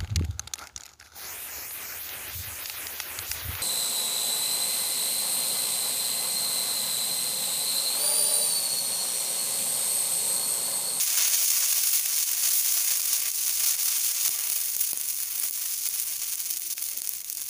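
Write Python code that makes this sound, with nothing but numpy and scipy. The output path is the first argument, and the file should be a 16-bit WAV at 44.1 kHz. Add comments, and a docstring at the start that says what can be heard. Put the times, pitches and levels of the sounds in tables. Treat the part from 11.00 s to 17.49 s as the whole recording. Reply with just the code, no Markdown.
"""A hiss in spurts: thin batter sizzles on a hot oiled pan in a kitchen, close to one microphone. Thousands of
tiny random clicks, coloured by the pan, make the hiss of bursting steam bubbles. Sparser clicks make the oil
crackle; torn noise bursts make the blisters pop, and a short low thump comes with each. A limiter in the
recorder ducks everything for an instant around each hard pop. The hiss fades as the batter sets and bares the
crackles, over soft room rumble and faint mains hum."""
import sys
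import numpy as np
from scipy import signal
from scipy.fft import rfft, irfft, next_fast_len
from scipy.io import wavfile
from scipy.ndimage import uniform_filter1d, minimum_filter1d

SR = 44100
rng = np.random.default_rng(int(sys.argv[2]) if len(sys.argv) > 2 else 0)


def waveform_to_disk(signal):
    """Save audio, clipped to [-1, 1], as 16-bit WAV at the path in sys.argv[1]."""
    frames = np.transpose(np.atleast_2d(signal))
    scaled = np.clip(frames, -1, 1) * 32767
    samples = np.round(scaled).astype(np.int16)
    wavfile.write(sys.argv[1], SR, samples)


N = 286253
T = np.arange(N) / SR
EDGE_HZ = 15560  # upper band limit of bursts and recorder

# How hard the batter boils. Each row: time in seconds, relative hiss level in dB.
BOIL_LEVEL = [(0.0, -24.5), (0.96, -23), (1.04, -28.5), (1.24, -24), (1.36, -28), (1.44, -23.0),
              (2.24, -27), (2.68, -25), (3.28, -25), (3.36, -29.1), (3.92, -27), (3.96, -32), (4.48, -28),
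              (4.52, -30), (4.64, -28.5), (5.24, -30.5), (5.6, -33), (5.72, -29.0), (5.8, -32.5),
              (5.88, -32), (6.2, -35), (6.49, -35)]


def amp(db):
    """Decibels to gain."""
    return 10 ** (np.asarray(db) / 20)


def evened(x):
    """Scales x to unit power."""
    return x / np.sqrt(np.mean(x ** 2) + 1e-20)


def curve(rows):
    """Joins the rows of a table by straight lines in time, one curve a column."""
    s, *columns = np.transpose(rows)
    return [np.interp(T, s, c) for c in columns]


def read(points, hz):
    """Reads a spectrum on a logarithmic frequency axis."""
    f, db = np.transpose(points)
    return np.interp(np.log(hz + 1), np.log(f + 1), db)


def shaped(x, gain):
    """Filters x by a gain given as a function of frequency."""
    size = next_fast_len(N + SR // 10)
    spectrum = rfft(x, size) * gain(np.fft.rfftfreq(size, 1 / SR))
    return irfft(spectrum, size)[:N]


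def wander(rate_hz):
    """Smooth chance of unit power that changes about rate_hz times a second."""
    noise = rng.standard_normal(N)
    return evened(shaped(noise, lambda hz: 1 / (1 + (hz / rate_hz) ** 2)))


def clicks(per_s, spread_db, largest):
    """Random sharp clicks of unequal size; largest caps the size, in spreads above the typical one."""
    size = amp(spread_db * np.minimum(rng.standard_normal(N), largest))
    sign = rng.choice([-1, 1], N)
    return size * sign * (rng.random(N) < per_s / SR)


def burst_colour(hz):
    """Broad colour of a burst at the microphone, lifted at each resonance of the pan and stove."""
    # Broad spectrum. Each row: frequency in Hz, relative level in dB per Hz.
    broad = [(100, -44.5), (450, -32.5), (680, -26.5), (900, -28.5), (1700, -21), (2400, -13), (3900, -11),
             (5000, -5), (6400, 0), (8000, -6), (9700, 0.5), (12000, -4.5), (13600, -7.5), (14600, 3),
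             (15400, 3)]
    # Resonances of pan and stove. Each row: frequency in Hz, width in Hz, lift in dB.
    resonances = [(334, 66, 7), (645, 35, 5), (746, 36, 7), (1093, 240, 6), (1333, 21, 5), (1617, 30, 5.5),
                  (2170, 89, 1.5), (2650, 100, 1.5), (3584, 43, 6), (4410, 190, 2.5), (6610, 260, 2.5)]
    lift_db = sum(db / (1 + (2 * (hz - f) / width) ** 2) for f, width, db in resonances)
    return amp(read(broad, hz) + lift_db) * (hz < EDGE_HZ)


def snap_colour(hz):
    """The colour of a burst, scaled so that a click keeps its peak."""
    return burst_colour(hz) / burst_colour(np.linspace(0, SR / 2, num=200)).mean()


def steam_flow(flutter_db, flutter_hz):
    """Gain of the sizzle: the boil, its slight chance swells, spurts of steam and a quick flutter."""
    # Steam forcing its way out. Each row: start in seconds, length in seconds, change of level in dB.
    spurts = [(0.15, 0.14, 1.5), (0.616, 0.013, 1), (2.126, 0.046, 3), (2.653, 0.07, 2), (3.054, 0.015, 4),
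              (3.249, 0.015, 6), (3.806, 0.013, 6.5), (4.433, 0.025, 3), (4.855, 0.033, 4),
              (5.504, 0.009, 7), (5.57, 0.0083, 9), (5.704, 0.01, 2), (5.822, 0.0063, 12.5)]
    swell_db, swell_hz = 0.02, 4.5
    level_db = curve(BOIL_LEVEL)[0] + swell_db * wander(swell_hz)
    level_db = level_db + flutter_db * wander(flutter_hz)
    for s, length, db in spurts:
        from_middle = T - s - length / 2
        corners = length * np.array([-.62, -.38, .38, .62])  # sloping edges
        level_db = level_db + db * np.interp(from_middle, corners, [0, 1, 1, 0])
    return amp(level_db)


def hiss(mist_db, split_hz, fine_hz, waver_db, trim_db, bubbling_db):
    """Dense tiny bursts over a mist of steam; wet batter bubbles low, drying batter fizzes finer."""
    # Level of the treble against the middle of the hiss. Each row: time in seconds, lift in dB.
    treble = [(0.0, -3.5), (1.56, 0.3), (2.16, -1.25), (3.28, -1.0), (3.48, 2.5), (4.4, 3), (4.84, -2.5),
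              (5.04, 4), (5.16, -0.1), (6.49, 1.5)]
    # Low bubbling of the wet batter. Each row: time in seconds, level in dB before the trims.
    low_bubbling = [(0.0, -44), (0.22, -39), (0.49, -46), (0.58, -41), (1.28, -46), (1.45, -43.5),
                    (2.28, -44), (2.31, -49), (2.37, -46.5), (3.0, -43), (4.14, -52), (4.45, -46.5),
                    (4.54, -55), (4.55, -49), (6.36, -56), (6.49, -55)]
    level_db = curve(BOIL_LEVEL)[0]
    # bubbling and treble each waver a little by chance
    wet_db = curve(low_bubbling)[0] + bubbling_db - level_db + waver_db * wander(rate_hz=8.5)
    fine_db = curve(treble)[0] + waver_db * wander(rate_hz=25)

    per_s = 13000 * amp(1.4 * (level_db - level_db.max()))  # a weaker boil has fewer bubbles
    bursts = evened(clicks(per_s, spread_db=6.5, largest=2.76) / np.sqrt(per_s))
    drive = bursts + amp(mist_db) * rng.standard_normal(N)

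    fizz = evened(shaped(drive, lambda hz: burst_colour(hz) * (1 - 1 / (1 + (hz / split_hz) ** 4))))
    fine = shaped(fizz, lambda hz: 1 - 1 / (1 + (hz / fine_hz) ** 8))
    bubbling = evened(shaped(drive, lambda hz: burst_colour(hz) / (1 + (hz / split_hz) ** 4)))
    tilt = amp(fine_db / 2)
    sound = (fizz - fine) / tilt + fine * tilt + amp(wet_db) * bubbling
    return amp(trim_db) * steam_flow(flutter_db=1.79, flutter_hz=49) * sound


def crackles(octaves, skirt_db, trim_db, count=14):
    """Droplets burst in the oil, more often in spurts of steam; each droplet size favours its own pitch."""
    # The oil spits less as the pan dries.
    # Each row: time in seconds, crackles per second in even steam, typical size in dB before the trim.
    spitting = [(0, 470, -16), (3, 450, -19), (4.3, 210, -21), (5.4, 180, -20.5), (6.49, 180, -21)]
    per_s, size_db = curve(spitting)
    per_s = per_s * steam_flow(flutter_db=1.5, flutter_hz=26.1) / amp(curve(BOIL_LEVEL)[0])
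    out = np.zeros(N)
    for pitch in np.geomspace(2000, 15000, count):
        train = clicks(per_s / count, spread_db=6.5, largest=0.5)
        # a band around the pitch, on a faint full-range skirt
        out += shaped(train, lambda hz: amp(skirt_db) + np.exp(-(np.log2((hz + 1) / pitch) / octaves) ** 2))
    return amp(trim_db + size_db) * shaped(out, snap_colour)


def background():
    """Soft room rumble of filtered noise that swells and sinks a little, and mains hum of pure tones."""
    # Kitchen rumble. Each row: frequency in Hz, relative level in dB per Hz.
    kitchen = [(20, 2), (70, -0.5), (150, 0), (240, -4.5), (330, 5), (480, -15.5), (1000, -27),
               (4000, -13.5)]
    # Mains hum. Each row: frequency in Hz, level in dB rms.
    mains = [(50, -72.5), (100, -79.5), (150, -82)]
    rumble_db = -63
    rumble = evened(shaped(rng.standard_normal(N), lambda hz: amp(read(kitchen, hz))))
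    rumble = rumble * amp(1.3 * wander(rate_hz=11))
    hum = sum(amp(db) * np.sqrt(2) * np.sin(2 * np.pi * (hz * T + rng.random())) for hz, db in mains)
    return amp(rumble_db) * rumble + hum


def pops(thump_s, ragged_s, snap_db, thump_db):
    """A blister snaps in a ragged millisecond and rings above hearing, with one short low thump."""
    # Single blisters. Each row: time in seconds, level of the snap over 3 ms in dB before its trim,
    # treble lift in dB, peak of the ultrasonic ring in dB, peak of the low thump in dB before its trim.
    blisters = [(0.744, -28, 7.5, -3, -50), (1.251, -27.5, 8, -2.5, -45), (1.9187, -28, 5, -20.5, -33),
                (2.018, -23, 5, -4.5, -46), (2.3165, -17, 3, 2.5, -29), (2.4955, -21, -2.5, -20, -52),
                (2.766, -21, 10, 0, -35), (3.132, -30, 8, -1, -48), (3.292, -15.5, 7, -6, -19.5),
                (3.5003, -22, 11, -14, -34), (3.766, -19, 8, -8.5, -27), (3.9322, -14, 6, -1, -14.5),
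                (3.9746, -25, 12, -15, -30), (4.013, -25.5, 0, -20, -56), (4.087, -25, 14, -20, -50),
                (4.399, -23.5, 8, -18, -39), (4.51, -18, 6, 0, -26), (4.888, -14, 15, -5.5, -28),
                (4.9992, -23, 13, -16, -54), (5.3563, -20, 14, -1, -35), (5.5978, -21, 14, 0, -32),
                (5.75, -37, 9.5, 9, -29), (5.781, -31, -29, -20, -55), (5.8403, -28, 5, -20, -49),
                (5.899, -30, 14, -20, -55), (5.975, -26, 12, -20, -42), (6.019, -19, -3, -8, -26.5),
                (6.054, -31, 6, -20, -53), (6.0742, -25.5, 1, -20, -48), (6.0924, -19, 7, -11, -34),
                (6.23, -42.5, 10.5, 5, -33), (6.246, -25.5, -4, -20, -60), (6.2998, -24, -1, -20, -57),
                (6.328, -28.5, 8, -20, -58), (6.3723, -28.5, 11, -22, -48), (6.4102, -35, 15, -22, -58)]
    ring_hz, ring_s = 19500, .0004  # above the recorder's band, but it still drives the limiter
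    lead = 256  # samples of room ahead of the pop
    out, age, hz = np.zeros(N + 4096), T[:2048], np.fft.rfftfreq(2048, 1 / SR)
    ring = np.exp(-((age - age[lead]) / ring_s) ** 2) * np.cos(2 * np.pi * ring_hz * age)
    thump = np.roll((age / thump_s - 1) * np.exp(-age / thump_s), lead)
    for s, high_db, bright_db, ring_db, low_db in blisters:
        # one sharp click with a ragged noise tail
        tear = 0.5 * rng.standard_normal(len(age)) * np.exp(-age / ragged_s) - (age == 0)
        colour = burst_colour(hz) * amp(bright_db / (1 + (7700 / (hz + 1)) ** 6))
        snap = np.roll(irfft(rfft(tear) * colour), lead)
        snap *= np.sqrt(.003 * SR / np.sum(snap ** 2))  # unit power over 3 ms
        at = int(np.clip(round(s * SR) - lead, 0, N))
        pop = amp(snap_db + high_db) * snap + amp(ring_db) * ring + amp(thump_db + low_db) * thump
        out[at:at + len(age)] += pop
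    return out[:N]


def blips(length_s, width_hz):
    """Faint, short low blips under the sizzle: narrow bands of noise that swell and die."""
    # Each row: time of the peak in seconds, pitch in Hz, level at the peak in dB.
    low_notes = [(4.44, 720, -61), (4.45, 324, -62), (5.67, 320, -59), (5.95, 550, -61.5), (5.98, 302, -59)]
    out = np.zeros(N)
    for s, pitch, db in low_notes:
        band = evened(shaped(rng.standard_normal(N), lambda hz: np.exp(-((hz - pitch) / width_hz) ** 2)))
        out += amp(db) * np.exp(-((T - s) / length_s) ** 2) * band
    return out


def room(x, t60, wet_db):
    """Weak, quickly dying reflections from the stove and walls: sparse random echoes."""
    t = T[:SR // 2]
    sparse = rng.standard_normal(len(t)) * (rng.random(len(t)) < .1)
    taps = sparse * (t > .001) * amp(-60 * t / t60)  # 60 dB down after t60 seconds
    return x + amp(wet_db) * signal.oaconvolve(x, taps / np.linalg.norm(taps))[:N]


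def scene():
    """The pan in its room, over the blips and the background."""
    pan = hiss(mist_db=-8.5, split_hz=2746, fine_hz=8900, waver_db=1.5, trim_db=-1.23, bubbling_db=1.5)
    pan = pan + crackles(octaves=0.43, skirt_db=-23, trim_db=5.0)
    pan = pan + pops(thump_s=0.00064, ragged_s=0.00038, snap_db=2.0, thump_db=-3.0)
    pan = room(pan, t60=0.084, wet_db=-12)
    return (pan + blips(length_s=0.025, width_hz=105) + background())[None]


def record(dry):
    """A look-ahead limiter turns everything down around each peak above its ceiling; then the band limit."""
    ceiling_db = -5.5
    hold_s, attack_s, release_s = .02, .003, 0.0094  # time held around a peak, smoothing, recovery
    spare_db = ceiling_db - 20 * np.log10(abs(dry[0]) + 1e-9)
    cut_db = np.maximum(-minimum_filter1d(spare_db, size=max(round(hold_s * SR), 1)), 1e-9)
    # after each peak the cut in dB dies away exponentially
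    cut_db = np.exp(np.maximum.accumulate(np.log(cut_db) + T / release_s) - T / release_s)
    held = dry / amp(uniform_filter1d(cut_db, size=max(round(attack_s * SR), 1)))
    band_limit = signal.firwin(401, EDGE_HZ, window=("kaiser", 8), fs=SR)
    return signal.oaconvolve(held, band_limit[None], "same")


dry = scene()
out = record(dry)
waveform_to_disk(out)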